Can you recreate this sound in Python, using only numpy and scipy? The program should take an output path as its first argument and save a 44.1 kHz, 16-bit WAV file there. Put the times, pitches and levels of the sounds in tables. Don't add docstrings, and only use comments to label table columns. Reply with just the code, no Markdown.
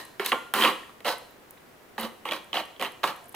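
import sys
import numpy as np
from scipy import signal
from scipy.fft import rfft, irfft
from scipy.io import wavfile
from scipy.ndimage import uniform_filter1d

SR = 44100
rng = np.random.default_rng(int(sys.argv[2]) if len(sys.argv) > 2 else 0)


def pcm_store(signal):
    levels = np.round(np.clip(np.atleast_2d(signal), -1, 1) * 32767)
    wavfile.write(sys.argv[1], SR, levels.astype(np.int16).T)


def volts_from_decibels(level):
    exponent = np.asarray(level, float) / 20
    return 10 ** exponent


N = 147735
LEAD = 6000
SIZE = N + LEAD

# frequency in Hz, density in dB per Hz.
FLOOR_SPECTRUM = [(25, -18), (120, -11), (350, -6.5), (600, -9), (1900, -15), (4500, -26), (9000, -30),
                  (16000, -28.5)]
# frequency in Hz, likeness from 0 to 1.
FLOOR_LIKENESS = [(50, 1), (250, 0.49), (1000, 0.17), (4000, 0.057), (12000, 0.6)]
FLOOR_DB, WHINE_HZ, WHINE_DB = -53, 15300, -72

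# frequency in Hz, time to fall 60 dB in seconds.
ROOM_T60 = [(150, 0.58), (1000, 0.49), (4000, 0.53), (8000, 0.65), (14000, 0.33)]
ROOM_DB, ROOM_DELAY_S, ROOM_LIKENESS = -10, 0.0081, 0.55

# start in seconds, peak in dB, pitch in Hz, 60 dB decay in seconds.
TICKS = [(0.051, -33.5, 10200, 0.0063), (0.26, -15.5, 11200, 0.0078), (0.538, -14, 11600, 0.008),
         (1.182, -36, 11250, 0.019), (1.005, -48, 11900, .01), (1.308, -46, 13800, .012),
         (1.5075, -36.5, 11630, 0.0089), (1.5074, -33, 14900, 0.012), (1.5077, -44, 7650, 0.009),
         (2.03, -31, 11000, .02), (1.9966, -31, 10400, 0.026), (2.009, -26, 12800, 0.022),
         (2.4425, -44.5, 10200, 0.023), (2.654, -42, 9970, 0.018), (2.9195, -41.5, 11200, 0.02),
         (3.161, -41, 11100, 0.02), (3.241, -44, 9270, 0.015), (3.255, -44.5, 9800, 0.041),
         (3.2826, -41, 12800, 0.016), (3.2925, -35, 11300, 0.012), (3.323, -41.5, 10000, 0.027)]
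TICK_WIDTH_HZ = 1900

# start in seconds, frequency in Hz, level in dB, 60 dB decay in seconds.
PANEL_RINGS = [(.1962, 386, -22, .05), (.341, 1404, -37, .45), (1.101, 1512, -33, .16),
               (1.984, 224, -34, .5), (2.585, 1150, -41, .35), (3.046, 1185, -35, .3),
               (3.225, 700, -50.5, .6), (.592, 226, -31.5, .33), (.3195, 3390, -23, .024),
               (3.037, 3690, -27, .06), (.64, 522, -27, .3), (.545, 1400, -27, .12)]
PANEL_HELD_S, PANEL_GRIP_DB_PER_S = 0.085, 500

# start in seconds, peak in dB, struck region in Hz, treble in dB.
RIB_KNOCKS = [(0.1965, -12.5, 1804, -23), (0.2618, -13.5, 3570, 14), (0.2614, -15.5, 2260, -10),
              (0.3183, -8, 1940, -10), (0.3196, -9, 2980, -25), (0.3275, -28, 3150, -25),
              (0.539, -13.5, 3610, -10), (0.6112, -9.5, 3130, -12), (0.6223, -6, 3110, -19),
              (0.6376, -4, 3160, -25), (0.649, -2, 2590, -23), (0.6776, -15.5, 3080, -22),
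              (0.8317, -29, 1830, -22), (1.0043, -39, 2050, -22), (1.005, -50, 3280, -3),
              (1.0545, -24, 2860, -13), (1.08, -15.5, 2670, -10), (1.574, -42.5, 1850, -22),
              (1.578, -44, 3900, -21), (1.9807, -20, 1860, -10), (2.0307, -23, 3720, -5),
              (2.2532, -23, 2730, -12), (2.2885, -17.5, 2315, -21), (2.2882, -20, 3450, -24),
              (2.311, -16, 3240, -17), (2.3214, -18.5, 2370, 8), (2.3205, -16, 3350, -6),
              (2.334, -21, 2410, -10), (2.5301, -11, 3150, -30), (2.541, -20, 3180, -20),
              (2.5691, -13.5, 3270, -26), (2.7636, -38, 3260, -17), (2.796, -27, 2900, -15),
              (2.8139, -20, 2400, 3), (2.812, -18, 3980, -15), (2.8238, -17.5, 2600, -9),
              (2.847, -22, 2670, -15), (2.854, -28, 2650, -8), (3.0351, -17.5, 3720, -20)]
PING_DB, PING_T60_S, PING_RISE_S = -5, 0.022, 0.0008
PING_DETUNE = 0.07
RIB_BODY_DB = -4

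# start in seconds, length in seconds, level in dB, swell over the stroke in dB.
STROKES = [(-.09, 0.071, -34.5, 1), (0.194, 0.05, -35, -7), (0.243, 0.048, -39.5, 5.5),
           (0.316, 0.047, -30, -17.5), (0.537, 0.11, -23, 4), (0.627, 0.047, -27.5, 13),
           (0.668, 0.038, -34, 3.5), (1.043, 0.029, -29, 8.5), (1.077, 0.052, -33.5, -5.5),
           (1.978, 0.076, -34, -0.5), (2.25, 0.045, -38, 1.5), (2.306, 0.058, -36, -2.5),
           (2.536, 0.063, -32.5, -3), (2.799, 0.05, -39.5, -9.5), (2.822, 0.04, -32.5, -2.5),
           (3.031, 0.032, -28.5, -3.5), (3.07, 0.03, -33, -6.5), (3.344, 0.044, -39.5, 15.5)]
# base in dB, belly in dB, wall in dB, lip in dB, treble in dB.
STROKE_COLOUR = [(-1, -1, 1.5, 8.5, 6), (-2.5, -1, -1, -0.5, -3), (-7, -11, 4, 13.5, 10),
                 (1, 1.5, -2.5, -15, -11), (-6.5, -4.5, -3, -1, -1), (-4.5, -4.5, -3.5, -3.5, -11.5),
                 (-1, -5.5, -4, -1.5, -1.5), (-16, 6, -3, 1, -3), (-8, 3.5, -1.5, 8, 2),
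                 (-5, 0, -3.5, 0.5, -2), (-3, 1.5, 2.5, -5, -3), (-3.5, 0, -2, 4, -2.5),
                 (2, 4, 1.5, 4.5, -1), (2, 7, 0.5, 1, -1.5), (-6.5, -2.5, 0.5, -1.5, -5),
                 (-23, -0.5, -3, -1, -1.5), (-3.5, -1.5, -1, 3, -3.5), (22, 3, 22, 15, 16.5)]
ATTACK_S, RELEASE_DB_PER_S = 0.0052, 460
SLIPS_PER_S, SLIP_SPREAD_DB = 3000, 2.5

# start in seconds, peak in dB, struck region in Hz, treble in dB.
KNOCKS = [(0.196, -12.5, 420, -38), (0.327, -12.5, 1120, -30), (0.538, -8.5, 1380, 6),
          (0.8935, -35, 1225, -23), (1.0045, -29, 610, -13), (1.062, -27, 610, -20), (1.081, -21, 800, -23),
          (1.98, -18.5, 810, -31), (2.255, -20.5, 960, -5), (2.319, -16.5, 606, -3), (2.334, -17, 1100, 1),
          (2.543, -20, 740, -21), (2.574, -16, 670, -15), (2.587, -31, 700, -8), (2.797, -23, 515, 3),
          (2.8123, -20.5, 570, 0.5), (2.8244, -13, 1025, 1), (3.032, -12, 533, -22), (3.04, -5, 1130, -21),
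          (3.343, -26, 840, -11), (0.654, -9, 860, -20), (0.682, -14, 955, -20)]
KNOCK_DB, KNOCK_TREBLE_DB, CONTACT_S = -23.5, 2, 0.0012
FOCUS_DB, FOCUS_OCTAVES = 14, 0.2

# frequency in Hz, level in dB, 60 dB decay in seconds.
TRAY_MODES = [(223, -4, 0.062), (318.7, 0, 0.067), (393.6, -2, 0.094), (524, -1.5, 0.05), (774, -9, 0.033),
              (872, -6, 0.089), (1054, -3.5, 0.13), (1134, -1, 0.09), (1865, -5, 0.08), (2370, -1, 0.03),
              (2530, -13, .032), (2920, -32, .035), (3312, -34, 0.033), (4470, -32, 0.025)]
TRAY_DB = -5
# frequency in Hz, density in dB per Hz.
FOIL_SPECTRUM = [(150, -30), (230, -11), (1100, -3), (1600, -10.5), (3400, -11.5), (4300, -20), (7500, -28),
                 (13500, -23), (16000, -30)]
# frequency in Hz, 60 dB decay in seconds.
FOIL_T60 = [(200, 0.062), (1000, 0.036), (3000, 0.013), (5000, 0.0044), (7000, 0.0018)]
FOIL_MODES = 110

BASE_BELOW_HZ, BELLY_BELOW_HZ, WALL_FROM_HZ, LIP_FROM_HZ, TREBLE_FROM_HZ = 430, 950, 1650, 3800, 6000
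MODE_SCATTER_DB, MODE_PAN_DB = 2.5, 3.5
PAN_DB = -2
FULL_PAN_HZ, RIM_FROM_HZ, TRAY_CUT_HZ = 2500, 3400, 140
TOP, CUTOFF_HZ = 0.7, 16600


def at_hz(points, hz):
    points = np.array(points)
    return np.interp(np.log(hz), np.log(points[:, 0]), points[:, 1])


def two_mics(mid, side, alike):
    return np.sqrt(1 + alike) * mid + np.sqrt(1 - alike) * side * [[1], [-1]]


def floor():
    hz = np.maximum(np.arange(N // 2 + 1) * SR / N, 1)
    mid, side = rfft(rng.standard_normal((2, N))) * volts_from_decibels(at_hz(FLOOR_SPECTRUM, hz))
    hiss = irfft(two_mics(mid, side, np.clip(at_hz(FLOOR_LIKENESS, hz), -1, 1)), N)
    whine = volts_from_decibels(WHINE_DB) * np.sin(2 * np.pi * WHINE_HZ * np.arange(N) / SR)
    return volts_from_decibels(FLOOR_DB) * hiss / hiss.std() + whine


def room(near):
    t = np.arange(SR // 2 + SR // 4) / SR
    white = rng.standard_normal((2, 2, len(t)))
    tails = 0
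    for k, hz in enumerate(125 * 2. ** np.arange(8)):
        edges = [hz / np.sqrt(2), min(hz * np.sqrt(2), 19000)]
        octave = signal.butter(2, edges, "band", fs=SR, output="sos")
        tails = tails + signal.sosfilt(octave, white[k % 2]) * volts_from_decibels(-60 * t / at_hz(ROOM_T60, hz))
    build_up = np.clip(t / ROOM_DELAY_S - 1, 0, 1)
    tails = tails * build_up / np.sqrt(SR * 0.032)
    mid, side = signal.fftconvolve(tails, near.mean(axis=0)[None], axes=1)[:, :near.shape[1]]
    return two_mics(mid, side, ROOM_LIKENESS) / np.sqrt(2)


def ticks():
    t = np.arange(2000) / SR
    out = np.zeros((2, SIZE + len(t)))
    grains = rng.standard_normal((len(TICKS), 3, len(t)))
    for (start, db, hz, t60), grain in zip(TICKS, grains):
        shared_and_own = grain[0] + 0.57 * grain[1:]
        burst = shared_and_own * volts_from_decibels(-60 * t / t60) * np.minimum(t / 0.001, 1)
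        edges = np.clip([hz - TICK_WIDTH_HZ, hz + TICK_WIDTH_HZ], 1000, 17000)
        burst = signal.sosfilt(signal.butter(3, edges, "band", fs=SR, output="sos"), burst)
        i = int(start * SR) + LEAD
        out[:, i:i + len(t)] += volts_from_decibels(db) * burst / np.abs(burst).max()
    return out[:, :SIZE]


def panels():
    out = np.zeros(SIZE)
    for start, hz, db, t60 in PANEL_RINGS:
        t = np.maximum((np.arange(SIZE) - LEAD) / SR - start, 0)
        flutter = uniform_filter1d(rng.standard_normal(SIZE), size=600)
        flutter_db = 3.53 * flutter / flutter.std()
        grip_db = PANEL_GRIP_DB_PER_S * np.maximum(t - PANEL_HELD_S, 0) * (hz < BASE_BELOW_HZ)
        swell = np.minimum(t * hz / 3, 1)
        out += volts_from_decibels(db - 60 * t / t60 - grip_db + flutter_db) * swell * np.sin(2 * np.pi * hz * t)
    return out * volts_from_decibels([[PAN_DB / 2], [-PAN_DB / 2]])


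def rib_pings():
    t = np.arange(2000) / SR
    out = np.zeros((2, SIZE + len(t)))
    luck = rng.uniform(-1.2, 1, (len(RIB_KNOCKS), 3))
    fade = volts_from_decibels(-60 * t / PING_T60_S) * np.minimum(t / PING_RISE_S, 1)
    for (start, db, hz, _), (below, above, pan) in zip(RIB_KNOCKS, luck):
        tones_hz = hz * (1 + PING_DETUNE * np.array([[0], [-1 + 0.29 * below], [1 + 0.44 * above]]))
        tones = np.sin(2 * np.pi * tones_hz * t) * [[0.7], [0.35], [0.35]]
        ping = volts_from_decibels(db + PING_DB) * fade * tones.sum(axis=0)
        i = int(start * SR) + LEAD
        out[0, i:i + len(t)] += ping * volts_from_decibels(PAN_DB / 2 + pan)
        out[1, i + 1:i + len(t)] += ping[:-1] * volts_from_decibels(-PAN_DB / 2 - pan)
    return out[:, :SIZE]


def stroke_shapes():
    t = (np.arange(SIZE) - LEAD) / SR
    start, length, db, swell_db = np.transpose(STROKES)[:, :, None]
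    since = t - start
    swell = swell_db * (np.clip(since / length, 0, 1) - 0.5)
    release = RELEASE_DB_PER_S * np.clip(since - length, 0, 0.3)
    attack = np.clip(since / ATTACK_S, 0, 1)
    return volts_from_decibels(db + swell - release) * attack * (since < length + 0.15)


def slip_clicks():
    happens = rng.random((4, SIZE)) < SLIPS_PER_S / SR
    sign = rng.choice([-1, 1], (4, SIZE))
    strength = volts_from_decibels(SLIP_SPREAD_DB * np.minimum(rng.exponential(1, (4, SIZE)), 4))
    slips = happens * sign * strength
    return slips / slips.std()


def tray_modes():
    small_hz = np.geomspace(150, 15800, num=FOIL_MODES) * rng.uniform(0.97, 1.01, FOIL_MODES)
    small_t60 = at_hz(FOIL_T60, small_hz)
    small_db = at_hz(FOIL_SPECTRUM, small_hz) + 10 * np.log10(small_hz / 1000 * 0.042 / small_t60)
    strong = [(hz, db + TRAY_DB, t60) for hz, db, t60 in TRAY_MODES]
    return strong + list(zip(small_hz, small_db, small_t60))


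def mode_pressure(hz, db, high):
    parts = [hz < BASE_BELOW_HZ,
             (hz >= BASE_BELOW_HZ) & (hz < BELLY_BELOW_HZ),
             (hz > WALL_FROM_HZ) & (hz <= LIP_FROM_HZ),
             (hz > LIP_FROM_HZ) & ~high,
             high]
    luck = rng.standard_normal((len(STROKES), len(hz)))
    scatter_db = MODE_SCATTER_DB * luck * np.where(high, 0.3, 1)
    drive = volts_from_decibels(scatter_db + np.array(STROKE_COLOUR) @ parts)
    return (drive.T @ stroke_shapes()) * volts_from_decibels(db - 30.5)[:, None]


def ring(clicks, hz, t60):
    r = volts_from_decibels(-60 / (t60 * SR))
    w = 2 * np.pi * hz / SR
    return signal.lfilter([0, np.sin(w)], [1, -2 * r * np.cos(w), r * r], clicks + 1e-18)


def tray():
    slips = slip_clicks()
    modes = tray_modes()
    hz_all, db_all, _ = np.array(modes).T
    high = hz_all > TREBLE_FROM_HZ
    pressure = mode_pressure(hz_all, db_all, high)

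    start, knock_db, region_hz, treble_db = np.transpose(KNOCKS + RIB_KNOCKS)
    knock_db = knock_db + RIB_BODY_DB * (np.arange(len(start)) >= len(KNOCKS))
    knock_luck_db = rng.standard_normal((len(start), len(modes)))
    contact = CONTACT_S * rng.random((len(start), len(modes)))
    sides = rng.standard_normal((len(modes), 2))
    sides = sides * np.minimum(hz_all / FULL_PAN_HZ, 1)[:, None]

    out = np.zeros((2, SIZE + 9))
    for k, (hz, level_db, t60) in enumerate(modes):
        grit = np.roll(slips[k % 4], 997 * k * high[k])
        drive = (-1) ** (k // 4) * pressure[k] * grit
        focus_db = FOCUS_DB * np.exp(-0.5 * (np.log2(hz / region_hz) / FOCUS_OCTAVES) ** 2)
        bright_db = high[k] * (treble_db + KNOCK_TREBLE_DB)
        hit_db = knock_db + KNOCK_DB + level_db + focus_db + bright_db + knock_luck_db[:, k]
        hit_at = ((start + contact[:, k]) * SR).astype(int) + LEAD
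        drive[hit_at] += (-1) ** k * volts_from_decibels(hit_db)
        sound = ring(drive, hz, t60)

        lag = int(k % 4 == 0) if high[k] else 1 + (hz > RIM_FROM_HZ) * (k % 5)
        pan_db = PAN_DB / 2 * ~high[k]
        out[0, :SIZE] += sound * volts_from_decibels(MODE_PAN_DB * sides[k, 0] + pan_db)
        out[1, lag:SIZE + lag] += sound * volts_from_decibels(MODE_PAN_DB * sides[k, 1] - pan_db)
    low_cut = signal.butter(6, TRAY_CUT_HZ, "high", fs=SR, output="sos")
    return signal.sosfilt(low_cut, out[:, :SIZE])


def scene():
    near = tray() + ticks() + panels() + rib_pings()
    return (near + volts_from_decibels(ROOM_DB) * room(near))[:, LEAD:] + floor()


def band_limit(x):
    return signal.sosfilt(signal.butter(12, 16800, fs=SR, output="sos"), x)


def record(dry):
    rounded = TOP * np.tanh(dry / TOP)
    top_cut = signal.cheby2(12, 60, CUTOFF_HZ, fs=SR, output="sos")
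    return band_limit(signal.sosfilt(top_cut, rounded))


dry = scene()
out = record(dry)
pcm_store(out)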